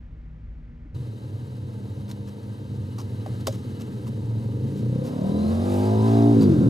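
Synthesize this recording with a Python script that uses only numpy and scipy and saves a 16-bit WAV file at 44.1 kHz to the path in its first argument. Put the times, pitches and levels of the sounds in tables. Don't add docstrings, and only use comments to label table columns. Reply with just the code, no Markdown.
import sys
import numpy as np
from scipy import signal
from scipy.fft import rfft, irfft, next_fast_len
from scipy.io import wavfile
from scipy.ndimage import uniform_filter1d

SR = 44100
rng = np.random.default_rng(int(sys.argv[2]) if len(sys.argv) > 2 else 0)


def store_pcm(level_fs):
    pcm = np.round(np.clip(level_fs, -1, 1) * 32767).astype(np.int16)
    wavfile.write(sys.argv[1], SR, np.atleast_2d(pcm).T)


N = 295029
TIME = np.arange(N) / SR
BIKES_S, OPEN_S, SHUT_S = .941, 4.66, 6.32


# t/s, f/Hz
FIRING_RATE = [(1.6, 17.8), (2.3, 19.35), (3.4, 16), (3.8, 17.6), (4.2, 22.3), (4.45, 22.8), (4.8, 29),
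               (5.0, 33), (5.2, 37), (5.296, 39.5), (5.588, 46), (5.664, 49), (5.764, 49.6), (5.862, 52.3),
               (6.068, 55.6), (6.314, 57.4), (6.358, 55), (6.404, 54.8), (6.49, 48.7), (6.592, 41.6),
               (6.69, 38.9)]
def twin_engine():
    idle_hz = 16.5
    hz, shut = curve(FIRING_RATE), ramp(SHUT_S, 0.053)
    turns = np.cumsum(hz) / SR
    rough = np.clip((idle_hz / hz) ** 1.7 + 0.54 * shut, .01, 1)
    return hz, turns, rough, shut


# t/s, level/dB
DRONE_LEVEL = [(4.55, -24.5), (5.0, -15.5), (5.2, -12.5), (5.3, -10), (5.5, -9.5), (5.65, -12), (6.0, -5.5),
               (6.25, -2.5), (6.42, -4), (6.69, -10)]
# multiple of the firing rate, level/dB with the throttle open, level/dB with it shut
DRONE_TONES = [(2, -13.5, -18.5), (3, -21, -3), (4, -4.5, -2), (5, 0.5, -2), (6, -10.5, -17),
               (7, -4.5, -2.5), (8, -22.5, -18), (9, -25, -11.5)]
# f/Hz, level/dB
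DRONE_COLOUR = [(65.0, -39), (88.0, -4), (110.0, -1.6), (125.0, -8), (148, -17), (163, -16.5), (175, -33.5),
                (190.0, -15), (222.0, -14), (255.0, -18), (272.0, -29), (286.0, -15.5), (310.0, -44),
                (345.0, -15.5), (385.0, -20)]
# f/Hz, level/dB
BEHIND_COLOUR = [(75, -13.5), (110, 1), (125, -8), (150, -20), (185, -9.5), (230, -19), (275, -13),
                 (305, -10.5), (345, -19.5), (400, -22), (490, -20.5), (560, -27)]
def drone(hz, turns, rough, shut):
    shaken = turns + (.005 + .018 * rough) * wander(29.4)
    tones = np.zeros(N)
    for k, open_db, shut_db in DRONE_TONES:
        db = (1 - shut) * (read(DRONE_COLOUR, k * hz) + open_db)
        db += shut * (read(BEHIND_COLOUR, k * hz) + shut_db)
        lag = .15 * k ** 2 + .6 * shut * wander(7)
        tones += gain_of(db + 2.9 * rough * wander(11.7)) * np.cos(2 * np.pi * k * shaken - lag)
    return np.sqrt(2) * gain_of(curve(DRONE_LEVEL)) * tones * ramp(4.425, 0.41)


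# f/Hz, level/dB
CHUG_COLOUR = [(26, -62.5), (45, -57), (59, -71), (67, -10.5), (83, -3.5), (110, 10.5), (135, -2),
               (165, -18), (223, -11.5), (295, -13), (387, -25), (477, -10), (643, -27), (920, -34),
               (1420, -58), (1600, -62), (2080, -86), (3520, -120)]
# t/s, level/dB of the boom, level/dB of the thud above it
CHUG_LEVEL = [(0.96, -27, -43.5), (1.2, -38.5, -42.5), (1.32, -31, -42.5), (1.56, -36, -44),
              (1.62, -31.5, -41.5), (1.8, -36.5, -40.5), (1.98, -33, -43), (2.16, -39.5, -42),
              (2.22, -34.5, -44.5), (2.34, -39, -43.5), (2.82, -30.5, -40), (2.88, -35, -39.5),
              (3.36, -30, -38.5), (3.9, -36.5, -36), (4.32, -26, -36.5), (4.62, -28.5, -32.5),
              (4.86, -30, -29.5)]
def chug(turns, rough):
    twin = evened(firings(turns, rough, scatter_db=1.3, limp=.05, jitter_s=.00025))
    twin = evened(.15 * twin + echoes(twin, t60=.25))
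    other_turns = np.cumsum(43 + 4 * wander(2.996)) / SR
    others = evened(firings(other_turns, np.ones(N), scatter_db=0, limp=0.021, jitter_s=0.00396))
    others = others + .5 * echoes(others, t60=0.3)
    share = .8 - .55 * ramp(3.4, 1.1)
    beats = coloured(np.sqrt(1 - share ** 2) * twin + share * others, CHUG_COLOUR)
    boom = steadied(band(beats, 57.7, 152.7), seconds=0.096) * gain_of(curve(CHUG_LEVEL))
    thud = steadied(band(beats, 183.0, 400.5)) * gain_of(curve(CHUG_LEVEL, column=2) - 1.0)
    return (boom + thud) * (1 - ramp(4.67, 1.0))


# f/Hz, level/dB
BURBLE_COLOUR = [(40, -54), (62, -38), (85, -1.5), (130, 9), (200, -3), (270, -7.5), (350, 3.5), (450, -5),
                 (560, -22), (900, -49.5), (2000, -74)]
def burble(hz, turns, shut):
    pulses = firings(turns, np.ones(N), scatter_db=1.0, limp=0.49, jitter_s=0.00319)
    pulling_db = -31 - 15.5 * np.log2(np.maximum(hz / 39.3, 1))
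    level = ramp(5.16, 0.096) * gain_of((1 - shut) * pulling_db - 25 * shut)
    beats = coloured(pulses + 1.67 * echoes(pulses, t60=0.24), BURBLE_COLOUR)
    return steadied(beats, seconds=0.041) * level


# t/s, level/dB
BARK_LEVEL = [(.95, -55.5), (2.05, -51.5), (3.8, -53), (4.4, -47), (4.82, -48.5), (4.93, -45.5),
              (5.25, -41.5), (5.6, -46.5), (6.0, -47), (6.28, -51), (6.35, -41), (6.45, -40.5), (6.58, -39),
              (6.64, -35.5), (6.69, -36)]
# f/Hz, level/dB
OPEN_COLOUR = [(250, -22.5), (410, -7), (490, 4.5), (560, 10), (680, 4), (800, 1.5), (1000, -5), (1130, -9),
               (1400, -31), (2400, -53), (4000, -46)]
# f/Hz, level/dB
SHUT_COLOUR = [(250, -13), (400, 8.5), (470, 3), (560, 1), (740, -5.5), (880, -3), (1130, -15),
               (1450, -7.5), (2000, -29), (4000, -41)]
def bark(turns, rough, shut):
    pulses = firings(turns, rough, scatter_db=1.8, limp=.08, jitter_s=.0007)
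    pulses = band(.1 * pulses + echoes(pulses, t60=.13), 150, 1300)
    puffs = rng.standard_normal(N) * (1 + 0.3 * np.exp(-(turns % 1) / 1.5))
    gas = (.12 + .8 * ramp(OPEN_S, 0.27)) * steadied(pulses) + evened(puffs)
    soft = evened(band(coloured(gas, CHUG_COLOUR), 343, 1260))
    whirr = gain_of(-17.0) * evened(band(gas, 844, 974, order=2))
    hard = (1 - shut) * evened(coloured(gas, OPEN_COLOUR)) + shut * evened(coloured(gas, SHUT_COLOUR))
    bright = ramp(4.85, 0.46)
    honk = gain_of(-39.5) * swell(5.02, 0.13) * steadied(band(gas, 465, 513, order=2))
    return steadied((1 - bright) * (soft + whirr) + bright * hard) * gain_of(curve(BARK_LEVEL)) + honk


# multiple of the firing rate (played rounded), level/dB far, coming and alongside
BUZZ_TONES = [(8, -44, -40, -44.5), (9, -56, -44, -50), (9.96, -50, -44, -42.5), (11, -45.5, -42, -42),
              (12.07, -50, -44.5, -40.5), (12.92, -44.5, -44, -39), (14.22, -49, -49.5, -44.5),
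              (14.7, -52, -55, -49.5), (16.07, -53, -42, -47), (16.854, -53.5, -50, -56),
              (18, -58, -47, -54), (18.8, -61, -57.5, -63.5), (19.9, -59, -59, -60), (24.2, -58, -67, -72),
              (25.42, -56, -67, -74)]
# f/Hz, half-width/Hz, boost/dB
PIPE_RINGS = [(488, 10, 9.5), (690, 7.2, 9), (795, 5, 4.5), (998, 10, 7)]
def buzz(hz, turns, rough, shut):
    coming, passed = ramp(5.55, 0.29), ramp(6.0, 0.15)
    shaken = turns + (.002 + .012 * rough) * wander(22)
    tones = np.zeros(N)
    for k, far_db, coming_db, alongside_db in BUZZ_TONES:
        db = (1 - passed) * ((1 - coming) * far_db + coming * coming_db) + passed * alongside_db
        db += 2.2 * wander(6)
        db += sum(boost / (1 + ((k * hz - pipe_hz) / width) ** 2) for pipe_hz, width, boost in PIPE_RINGS)
        tones += gain_of(db) * np.cos(2 * np.pi * (round(k) * shaken + rng.random()))
    return np.sqrt(2) * tones * gain_of(-9.5 * shut) * ramp(OPEN_S, 0.64) ** 2


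# start t/s, end t/s, start f/Hz, end f/Hz, half-width/Hz, level/dB
WHINES = [(5.2, 5.6, 3680, 4380, 99, -56), (5.14, 6.5, 4200, 4100, 151, -63),
          (5.15, 6.3, 4650, 5080, 130, -63), (5.14, 6.05, 10200, 10800, 260, -65.5),
          (5.74, 5.95, 4830, 4520, 80, -62), (5.76, 6.8, 2500, 4900, 64, -63),
          (5.9, 6.1, 3900, 3950, 120, -57.5), (5.92, 6.13, 5050, 5030, 110, -62)]
def whines():
    out = np.zeros(N)
    for start, end, start_hz, end_hz, width_hz, db in WHINES:
        along = ramp(start, end - start)
        tone = np.exp(2j * np.pi * np.cumsum(start_hz + (end_hz - start_hz) * along) / SR)
        fuzz = wander(width_hz) + 1j * wander(width_hz)
        out += gain_of(db) * np.sin(np.pi * along) * (tone * fuzz).real
    return out


# t/s, f/Hz
LEAD_RATE = [(1, 48.5), (1.5, 48), (2.0, 50), (2.4, 51), (2.8, 50), (3.1, 48.5), (3.6, 47.5), (4, 47)]
# t/s, level/dB
LEAD_LEVEL = [(1, -50.5), (1.8, -43), (2.3, -40), (2.8, -41), (3.4, -41), (4, -43.5)]
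# multiple of the firing rate, level/dB
LEAD_TONES = [(2, 1.5), (4, 0), (6, -15), (9, -12), (18, -24)]
def lead_bike():
    turns = np.cumsum(curve(LEAD_RATE) + .15 * wander(7)) / SR
    tones = sum(gain_of(db + 2 * wander(9.3)) * np.cos(2 * np.pi * k * turns) for k, db in LEAD_TONES)
    return gain_of(curve(LEAD_LEVEL)) * tones * (1 - ramp(4.003, 0.18))


def far_bike():
    arch = np.sin(np.pi * ramp(3.5, 1.5))
    turns = np.cumsum(213 + 9 * arch) / SR
    return gain_of(-38 + 2.0 * wander(8.8)) * arch * np.cos(2 * np.pi * turns)


# f/Hz, level/dB
FAR_HISS_COLOUR = [(590, 4.5), (1000, 0), (1160, -3), (1330, -0.5), (1430, -6.5), (1580, -2), (2450, -8.5),
                   (3110, -6.5), (3450, -11.5), (3960, -3.5), (5720, -12.5), (9360, -12.5), (12500, -18),
                   (14100, -17.5), (15500, -45)]
# f/Hz, level/dB
NEAR_HISS_COLOUR = [(760, 2.5), (1300, 3), (1470, -4.5), (1620, 0), (1790, -5), (2250, -6.5), (3380, -8.5),
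                    (3710, -2), (4420, -8.5), (4950, -5), (5440, -9), (10800, -14), (14000, -22),
                    (15000, -32), (15500, -39)]
# f/Hz, width/Hz, level/dB
HISS_RINGS = [(3130, 520, -17), (3870, 250, -10.5), (4820, 230, -20), (5950, 130, -20.5)]
# t/s when nearest, level/dB, half-width/s
PASSES = [(3.5, -56, 0.67), (5.98, -48, 0.87)]
def hiss(turns):
    noise = rng.standard_normal(N) * (1 + 0.11 * np.cos(2 * np.pi * turns)) * gain_of(0.9 * wander(9))
    noise = .96 * noise + .28 * echoes(noise, t60=.05)
    far_hiss = gain_of(1.43) * evened(coloured(noise, FAR_HISS_COLOUR))
    near_hiss = gain_of(3.0) * evened(coloured(noise, NEAR_HISS_COLOUR))
    rings = sum(gain_of(db) * evened(band(noise[::-1], hz - width / 2, hz + width / 2, order=1))
                for hz, width, db in HISS_RINGS)
    passing = sum(gain_of(db) ** 2 / (1 + ((TIME - s) / width) ** 2) ** 2.44 for s, db, width in PASSES)
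    level = np.sqrt(gain_of(-58.5) ** 2 + passing)
    near = ramp(4.73, 0.87)
    return level * ((1 - near) * far_hiss + near * near_hiss + rings)


# f/Hz, level/dB
TYRE_COLOUR = [(1000, -22), (2400, 3), (4000, -7), (7000, -1.5), (11000, -5), (15000, -9)]
def tyre_rush():
    return gain_of(-51) * swell(5.75, 0.098) * evened(coloured(rng.standard_normal(N), TYRE_COLOUR))


# t/s, click level/dB, click f/Hz, hollow ring level/dB, f/Hz that the struck spot favours
KNOCKS = [(2.080, -51, 3900, -57, 700), (2.0944, -47, 8200, -48, 700), (2.1125, -39, 3640, -46, 700),
          (2.982, -45, 4300, -29, 1130), (2.986, -40.5, 4770, -32, 1143), (3.002, -42.5, 5600, -36, 1143),
          (3.014, -44, 4570, -37, 1143), (3.261, -46, 2000, -22, 760), (3.4695, -21.5, 5100, -13, 1140),
          (3.473, -39, 6300, -13.5, 330), (3.480, -34, 3900, -18, 566), (3.525, -43, 6400, -50, 1140)]
# f/Hz, level/dB, time to die away/s
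TRIM_NOTES = [(236, -2, 0.07), (328, -0.5, 0.05), (545, 3, 0.089), (620, 0, 0.084), (770, -0.5, 0.04),
              (1122, -3, 0.027), (1306, -10.5, 0.055)]
# f/Hz, level/dB
CRISP = [(300, 18.5), (1100, 3.0), (1900, -1.5), (4000, 2.0), (6300, -0.5), (9000, -5.5), (15000, -8.5)]
def knocks():
    out, t = np.zeros(N), np.arange(SR // 5) / SR
    for s, click_db, click_hz, hollow_db, spot_hz in KNOCKS:
        fade = gain_of(-60 * t / 0.041) + 0.036 * gain_of(-60 * t / 0.6)
        burst = rng.standard_normal(len(t)) * fade * (1 - np.exp(-t / 0.0003))
        bright = gain_of(5.5) * band(burst, click_hz - 310, click_hz + 310, order=1)
        click = coloured(burst, CRISP) + bright
        hollow = sum(gain_of(db - 22 * abs(np.log2(hz / spot_hz)) - 60 * t / t60)
                     * np.sin(2 * np.pi * (hz * t + rng.random())) for hz, db, t60 in TRIM_NOTES)
        hollow *= (1 - np.exp(-t / 0.00076)) / 2
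        add(out, s, gain_of(click_db) * click + gain_of(hollow_db) * hollow)
    return out


# t/s, length/s, level/dB of the fizz, level/dB of the duller body
RUSTLES = [(2.08, 0.044, -48.5, -56.5), (2.259, 0.05, -53.5, -76), (2.977, 0.041, -51, -50.5),
           (3.391, 0.04, -54, -83), (3.523, 0.051, -47, -60), (3.791, 0.043, -47.5, -67),
           (4.056, 0.045, -50.5, -58), (4.74, 0.092, -52, -82), (5.021, 0.095, -48, -64.5),
           (6.399, 0.056, -40, -46)]
def rustles():
    out = np.zeros(N)
    for s, length, fizz_db, body_db in RUSTLES:
        size = int(length * SR)
        grains = rng.standard_normal(size)
        flicker_db = 3 * evened(uniform_filter1d(rng.standard_normal(size), 60))
        grains *= gain_of(flicker_db) * signal.windows.tukey(size, .85)
        fizz = gain_of(fizz_db) * evened(coloured(grains, CRISP))
        body = gain_of(body_db) * evened(band(grains, 790, 1120, order=2))
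        add(out, s, fizz + body)
    return out


# t/s, level/dB
CLINKS = [(5.05, -62), (6.41, -43), (6.44, -45)]
# f/Hz, level/dB, time to die away/s
METAL_NOTES = [(3960, -6, 0.11), (4650, 4, 0.091), (4840, -7, 0.11)]
def clinks():
    out, t = np.zeros(N), np.arange(SR // 5) / SR
    ring = sum(gain_of(db - 60 * t / t60) * np.sin(2 * np.pi * hz * t) for hz, db, t60 in METAL_NOTES)
    for s, level_db in CLINKS:
        add(out, s, gain_of(level_db) * ring)
    return out


# f/Hz, level/dB
CABIN_COLOUR = [(13, -56.5), (24, -14), (36, -7), (63, -11), (77, -13), (90, -9), (153, -15), (192, -22.5),
                (259, -24.5), (378, -36), (480, -35), (700, -43), (1090, -46), (2100, -47), (2800, -55),
                (7000, -70), (9000, -80), (11700, -120)]
# f/Hz, level/dB
HUM_TONES = [(41, -48), (56, -44), (156.5, -54), (237, -57.5)]
def cabin():
    rumble = gain_of(-44) * evened(coloured(rng.standard_normal(N), CABIN_COLOUR))
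    hum = np.zeros(N)
    for hz, db in HUM_TONES:
        level = gain_of(db + 1.9 * wander(2.7))
        hum += level * np.sin(2 * np.pi * np.cumsum(hz + 0.98 * wander(4.0)) / SR)
    bump = gain_of(-42.5) * swell(.862, 0.0079) * np.sin(2 * np.pi * 290 * TIME)
    return rumble + np.sqrt(2) * hum + bump


# f/Hz, level/dB of the difference between the sides
STEREO_WIDTH = [(40, -14), (75, -51), (110, -14.5), (200, -9.5), (400, -5.5), (700, -4.5), (1200, 4),
                (2100, -0.5), (3300, 0), (4200, -12.5), (8000, -109), (12000, -43), (14500, 6.5)]
# f/Hz, level/dB
BALANCE = [(60, 1), (100, -1), (160, 1.5), (270, -1), (350, 3), (450, 1), (740, 1), (1200, -.5),
           (2000, -0.5), (3300, 4), (5500, -0.5), (9000, 0.5)]
def widen(mid, scattered):
    size = next_fast_len(N + SR)
    out_of_step = signal.hilbert(mid, size).imag[:N]
    width = gain_of(read(STEREO_WIDTH, np.fft.rfftfreq(size, 1 / SR)))
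    side = irfft(rfft(.68 * out_of_step + .85 * scattered, size) * width, size)[:N]
    lean = np.array(BALANCE) * [1, .5]
    return np.array([coloured(mid + side, lean), coloured(mid - side, lean * [1, -1])])


def firings(turns, rough, scatter_db, limp, jitter_s):
    at = np.flatnonzero(np.diff(np.floor(turns)))
    size, late = rng.standard_normal((len(at), 2)).T
    cylinder = (-1) ** np.arange(len(at))
    moment = np.clip(at + SR * jitter_s * rough[at] * late, 0, N - 1).astype(int)
    pulses = np.zeros(N)
    pulses[moment] = gain_of(scatter_db * np.sqrt(rough[at]) * size) * (1 + limp * cylinder)
    return pulses


def echoes(x, t60):
    t = np.arange(SR // 4) / SR
    tail = rng.standard_normal(len(t)) * gain_of(-60 * t / t60)
    return signal.oaconvolve(x, tail / np.linalg.norm(tail))[:N]


def coloured(x, colour):
    db = read(colour, abs(np.fft.fftfreq(8192, 1 / SR)))
    log_gain = np.log(gain_of(np.maximum(db, -100)))
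    ring = np.fft.ifft(np.exp(np.conj(signal.hilbert(log_gain)))).real[:4096]
    return signal.oaconvolve(x, ring)[:len(x)]


def band(x, low_hz, high_hz, order=4):
    return signal.sosfilt(signal.butter(order, [low_hz, high_hz], "band", fs=SR, output="sos"), x)


def wander(per_s):
    steps = np.arange(0, N / SR + 1, 1 / 1000)
    rolloff = 1 + (np.fft.rfftfreq(len(steps), steps[1]) / per_s) ** 4
    slow = irfft(rfft(rng.standard_normal(len(steps))) / rolloff, len(steps))
    return evened(np.interp(TIME, steps, slow))


def gain_of(db):
    return 10 ** (np.asarray(db) / 20)


def evened(x):
    return x / np.sqrt(np.mean(x ** 2) + 1e-20)


def steadied(x, seconds=0.11):
    size = int(seconds * SR)
    return x / np.sqrt(abs(uniform_filter1d(uniform_filter1d(x ** 2, size), size // 2)) + 1e-14)


def curve(rows, column=1):
    rows = np.asarray(rows)
    return np.interp(TIME, rows[:, 0], rows[:, column])


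def read(colour, hz):
    f, db = np.transpose(colour)
    return np.interp(np.log(hz + 1), np.log(f + 1), db)


def ramp(start_s, length_s):
    return np.clip((TIME - start_s) / length_s, 0, 1)


def swell(s, width_s):
    return np.exp(-((TIME - s) / width_s) ** 2)


def add(mix, s, sound):
    part = mix[round(s * SR):][:len(sound)]
    part += sound[:len(part)]


def scene():
    hz, turns, rough, shut = twin_engine()
    twin = (chug(turns, rough) + drone(hz, turns, rough, shut) + burble(hz, turns, shut)
            + bark(turns, rough, shut) + buzz(hz, turns, rough, shut) + whines())
    rumble = gain_of(-58.5) * evened(band(rng.standard_normal(N), 51, 84, order=2))
    bikes = twin + lead_bike() + far_bike() + hiss(turns) + tyre_rush() + rumble
    scattered = (bark(turns, rough, shut) + hiss(turns) + burble(hz, turns, shut)
                 + 0.85 * buzz(hz, turns, rough, shut) + 0.12 * chug(turns, rough))
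    bikes_on = ramp(BIKES_S, 0.0084)
    mid = (1 - bikes_on) * cabin() + bikes_on * bikes
    mid += band(knocks() + rustles(), 130, 18000, order=2) + clinks()
    end_fades = signal.windows.tukey(N, .002)
    return widen(end_fades * mid, end_fades * bikes_on * scattered)


def record(dry):
    low_pass = signal.firwin(511, 15150, window=("kaiser", 9), fs=SR)
    return signal.oaconvolve(dry, low_pass[None], "same")


dry = scene()
out = record(dry)
store_pcm(out)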